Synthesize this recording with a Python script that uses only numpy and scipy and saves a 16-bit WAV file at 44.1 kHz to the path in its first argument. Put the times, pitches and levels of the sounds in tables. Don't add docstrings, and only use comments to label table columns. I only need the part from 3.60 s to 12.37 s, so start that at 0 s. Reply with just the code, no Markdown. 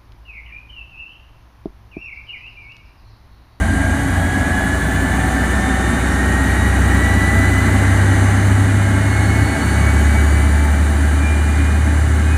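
import sys
import numpy as np
from scipy import signal
from scipy.fft import rfft, irfft
from scipy.io import wavfile

SR = 44100
rng = np.random.default_rng(int(sys.argv[2]) if len(sys.argv) > 2 else 0)


def to_wav(s):
    ch = np.atleast_2d(s).T
    pcm = np.round(np.clip(ch, -1, 1) * 32767)
    wavfile.write(sys.argv[1], SR, pcm.astype(np.int16))


N = 386757
TIME = np.arange(N) / SR
HZ = np.fft.rfftfreq(N, 1 / SR)

# time in seconds, level in dB.
FLOW_STRENGTH = [(0, -1.5), (1.9, .5), (3.3, 1.27), (4.45, 1.3), (5.2, -.5), (6.3, 0.5), (7.1, -2),
                 (8.77, -3)]
# frequency in Hz, spectral density
# in dB.
AIR_SPECTRUM = [(125, -8.5), (270, 1.5), (450, -19), (800, -15.5), (1050, -21.5), (1800, -19), (2650, -41),
                (3800, -33), (5200, -43.5), (6200, -34), (9500, -33.5), (11300, -41.5), (11900, -61),
                (12600, -52), (13200, -46), (14000, -42)]
# centre in Hz, width in Hz, gain in dB.
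DUCT_MODES = [(135, 26, -3.5), (148, 11, 4.5), (184, 14, -1.5), (245, 36, -7), (322, 72, -5), (384, 13, 3),
              (413, 14, -2.5), (546, 49, -5), (571, 60, 5), (662, 40, 12.5), (677, 84, -9), (795, 26, 4),
              (829, 12, -3), (846, 14, 3.5), (880, 30, 4), (928, 55, -5), (1007, 14, 4), (1055, 30, -1.5),
              (1124, 36, 4.5), (1166, 24, 3), (1215, 14, -3), (1248, 12, 3), (1267, 16, -3), (1318, 36, 6),
              (1378, 26, 3.5), (1408, 14, -2.5), (1462, 50, 4.5), (1508, 24, -4), (1585, 70, 8),
              (1702, 86, 4.5), (1828, 29, -2.5), (1926, 56, -10.5), (1952, 161, 12), (2108, 16, -3),
              (2158, 56, 6), (2271, 108, 9.5), (2416, 55, 9), (2518, 42, 9), (2580, 40, -3),
              (2770, 185, 7.5), (2978, 268, 12), (3178, 52, 4.5), (3283, 250, -6), (3336, 60, 4.5),
              (3633, 79, 3), (4089, 50, 4), (4323, 28, 4), (4430, 70, 5), (4840, 70, 6), (5060, 160, -7),
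              (7390, 130, 3), (7820, 200, -3), (8560, 130, 3), (9020, 130, -2.5)]
# multiple of the shaft frequency, level in dB relative to the outlet's
BLADE_HARMONICS = [(4, -26), (5, -20), (6, -16), (7, -12.3), (8, -11.3)]
# centre in Hz, width in Hz, gain in dB.
START_PLACE_MODES = [(186, 70, -1), (271, 25, 4.5), (385, 62, -6), (660, 56, 5.5), (1110, 62, 0.5),
                     (1320, 77, -5)]
# frequency in Hz, spectral density in dB.
PANEL_SPECTRUM = [(8, -18), (25, -2), (38, -1), (50, 10), (68, 9), (82, 16), (92, 16.5), (118, 12),
                  (132, -23), (170, -60)]
# centre in Hz, width in Hz, gain in dB.
HUM_MODES = [(60.9, 1.1, -11), (64.2, 0.42, -2), (65.7, 1.6, 4.5), (69.64, 2.5, -8), (71.1, 0.38, -9.5),
             (71.96, 3.4, 7), (77, 8.2, 6), (86.3, 1.4, 5), (90.4, 3.2, -7), (99.2, 9.5, 13.5),
             (102.1, 0.6, 3), (102.5, 0.35, -13), (103.2, 0.6, 2), (106.5, 2.9, -11), (719, 6, 8.5),
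             (729, 5, 8), (735.5, 5, 11.5), (741, 3, -6), (753, 9, 15.5), (758.8, 1.5, -16), (761, 4, 12),
             (764.7, 3, 12), (767.8, 3, -7), (879, 10, 8), (914, 35, -10)]
# centre in Hz, width in Hz, gain in dB.
MOTOR_HOUSING_MODES = [(1852, 11, 10.5), (1916, 14, 11), (2010, 16, 6), (2045, 24, 5), (2080, 30, -10),
                       (2109, 9, 9), (2122, 10, -5)]
# time in seconds, shaft frequency in Hz.
SHAFT_SPEED = [(0, 1589), (2.4, 1834), (4.3, 2042), (5.5, 2164), (7, 2311), (7.7, 2388), (8.77, 2494)]
# centre in Hz, width in Hz, gain in dB.
WHINE_MODES = [(1615, 13, 4.5), (1635, 18, -10), (1690, 80, 6.8), (1749, 7, -6), (1797, 20, 5),
               (1838, 8, -5), (1874, 36, 5), (1926, 16, -9), (1968, 100, 12.3), (2060, 24, -7),
               (2112, 20, -19), (2188, 22, 7.5), (2218, 5, -8), (2238, 14, 8.5), (2257, 8, -6),
               (2270, 12, 8), (2281, 6, -17), (2288, 6, 8), (2298, 10, -3), (2364, 36, -18), (2384, 19, 17),
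               (2424, 20, 7), (2464, 36, -24), (2491, 15, 10)]
# harmonic number, level in dB relative to the air spectrum.
SHAFT_HARMONICS = [(2, -15), (3, -19), (4, -22.5), (5, -20), (6, -23), (7, -20), (8, -22)]
# harmonic number, centre in Hz, width in Hz, gain in dB.
OUTLET_RESONANCES = [(2, 3230, 60, -10), (2, 3345, 150, 7.5), (2, 3520, 50, -6), (2, 3620, 100, 7.8),
                     (2, 3735, 30, -9), (2, 3900, 150, 2), (2, 4240, 90, -13), (2, 4330, 50, 9.5),
                     (2, 4415, 55, 10), (2, 4460, 60, 9), (2, 4572, 50, 10), (2, 4780, 300, -7),
                     (3, 5530, 200, 6), (3, 5880, 120, 7), (3, 6230, 100, 10), (3, 6820, 110, 7),
                     (3, 7300, 500, -4), (4, 6740, 150, 5), (4, 7550, 400, -6), (4, 8200, 150, 4),
                     (4, 8560, 130, 5), (4, 8890, 70, 9), (4, 9150, 70, 11), (4, 9230, 110, 11),
                     (4, 9400, 110, 12), (5, 10350, 250, 3), (5, 11300, 800, 8), (6, 13500, 900, 7),
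                     (7, 13500, 900, 2), (8, 13600, 900, 4)]

# base level in dB, dB per dB of flow, dB per second of run-up.
BOOM_LAW, ROAR_LAW, PIPE_LAW = (-21, 1, -0.12), (-24, 1.13, -0.039), (-38.5, 1.6, -0.3)
HISS_LAW, PANEL_LAW = (-33.5, 1, 0.15), (-21.5, 0.25, -0.84)
MOTOR_START_HZ, RAMP_HZ_PER_S = 59.42, 1.955
BLOWER_RATIO, FAN_BLADES, SLOT_ORDER = 1.4415, 12, 28.09


def amplitude(db):
    return 10 ** (np.asarray(db) / 20)


def curve(table):
    return np.interp(TIME, *np.transpose(table))


def spectrum_db(points, hz=HZ):
    point_hz, db = np.transpose(points)
    return np.interp(np.log(hz + 1), np.log(point_hz + 1), db)


def resonance_db(modes, hz):
    return sum(db / (1 + (2 * (hz - centre) / width) ** 2) for centre, width, db in modes)


def filtered(x, gain):
    shaped = irfft(rfft(x) * gain, N)
    return shaped / np.sqrt(np.mean(shaped ** 2) + 1e-20)


def noise(gain):
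    return filtered(rng.standard_normal(N), gain)


def drift(rate_hz):
    return noise(np.exp(-(HZ / rate_hz) ** 2) * (HZ > 0))


def rotation(hz):
    return 2 * np.pi * (np.cumsum(hz) / SR + rng.random())


def tone(phase, db):
    return np.sqrt(2) * amplitude(db) * np.sin(phase)


def hall(x, t60_s, wet_db):
    tail = rng.standard_normal(SR) * amplitude(-60 * TIME[:SR] / t60_s)
    wet = signal.fftconvolve(x, tail / np.linalg.norm(tail))[:N]
    return (x + amplitude(wet_db) * wet) / np.sqrt(1 + amplitude(2 * wet_db))


def flow_db(law):
    base_db, flow_exponent, db_per_s = law
    return base_db + flow_exponent * curve(FLOW_STRENGTH) + db_per_s * TIME


def duct_response(echo_db=-6.0):
    delays_s = rng.uniform(.002, .022, 24)
    echoes = sum(np.exp(-2j * np.pi * HZ * delay) for delay in delays_s) / np.sqrt(len(delays_s))
    strength = amplitude(echo_db) * np.minimum(HZ / 5000, 1)
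    comb = abs(1 + strength * echoes) / np.hypot(1, strength)
    return amplitude(spectrum_db(AIR_SPECTRUM) + resonance_db(DUCT_MODES, HZ)) * comb


def blade_whistles(wander_hz=1.7):
    shaft = rotation(curve(SHAFT_SPEED) + wander_hz * drift(rate_hz=16))
    return hall(sum(tone(k * shaft, db) for k, db in BLADE_HARMONICS), t60_s=1.4, wet_db=9)


def airflow(crossovers_hz=(130, 450, 2600), pipe_hz=818, pipe_width_hz=140):
    ducts = duct_response()
    low, mid, high = [1 / (1 + (edge / (HZ + 1)) ** 16) for edge in crossovers_hz]
    boom = noise(ducts * np.sqrt(low * (1 - mid))) * amplitude(flow_db(BOOM_LAW))
    roar = noise(ducts * np.sqrt(mid * (1 - high))) * amplitude(flow_db(ROAR_LAW))
    pipe_band = np.exp(-((HZ - pipe_hz) / pipe_width_hz) ** 2)
    pipe = noise(ducts * pipe_band) * amplitude(flow_db(PIPE_LAW))
    outlet = rng.standard_normal(N) + blade_whistles()
    hiss = filtered(outlet, ducts * np.sqrt(high)) * amplitude(flow_db(HISS_LAW))
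    return boom + roar + pipe + hiss


def step_aside(air, from_s=0.25, to_s=2.15):
    at_start = irfft(rfft(air) * amplitude(resonance_db(START_PLACE_MODES, HZ)), N)
    return air + (at_start - air) * np.interp(TIME, [from_s, to_s], [1, 0])


def cabinet_rumble():
    return noise(amplitude(spectrum_db(PANEL_SPECTRUM))) * amplitude(flow_db(PANEL_LAW))


def motor_and_blower(motor_db=-20, blower_db=-26, fan_db=-44, panel_hz=141, panel_width_hz=4):
    motor_hz = MOTOR_START_HZ + RAMP_HZ_PER_S * TIME
    motor = rotation(motor_hz)
    hum = sum(tone(rotation(k * motor_hz), db + resonance_db(HUM_MODES, k * motor_hz))
              for k, db in [(1, motor_db), (BLOWER_RATIO, blower_db), (FAN_BLADES, fan_db)])
    detuning = 2 * (2 * motor_hz - panel_hz) / panel_width_hz
    octave = tone(2 * motor, db=-34) / np.hypot(1, detuning)
    slot_db = flow_db(ROAR_LAW) - 16 + resonance_db(MOTOR_HOUSING_MODES, SLOT_ORDER * motor_hz)
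    slot_whine = hall(tone(SLOT_ORDER * motor, slot_db), t60_s=1, wet_db=-4.5)
    return hum + octave + slot_whine


def turbocharger(base_db=-30, db_per_octave=-14, jitter_hz=0.94, flutter_db=1.7, waver_db=1.5):
    shaft_hz = curve(SHAFT_SPEED)
    shaft = rotation(shaft_hz + jitter_hz * drift(rate_hz=32))
    whine_db = base_db + db_per_octave * np.log2(shaft_hz / shaft_hz[0])
    whine_db += resonance_db(WHINE_MODES, shaft_hz)
    whine = tone(shaft, whine_db + waver_db * drift(rate_hz=52) + flutter_db * drift(rate_hz=31))
    partials = np.zeros(N)
    for k, db in SHAFT_HARMONICS:
        modes = [mode for harmonic, *mode in OUTLET_RESONANCES if harmonic == k]
        partial_db = db + spectrum_db(AIR_SPECTRUM, k * shaft_hz) + resonance_db(modes, k * shaft_hz)
        flicker_db = waver_db * drift(rate_hz=23) + flutter_db * drift(rate_hz=36)
        partials += tone(k * shaft, partial_db + flicker_db)
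    return whine + hall(partials, t60_s=.5, wet_db=-8)


def scene():
    return (step_aside(airflow()) + cabinet_rumble() + motor_and_blower() + turbocharger())[None]


def record(dry):
    low_pass = signal.firwin(511, cutoff=14170, window=("kaiser", 9), fs=SR)
    return signal.oaconvolve(dry, low_pass[None], "same")


dry = scene()
out = record(dry)
to_wav(out)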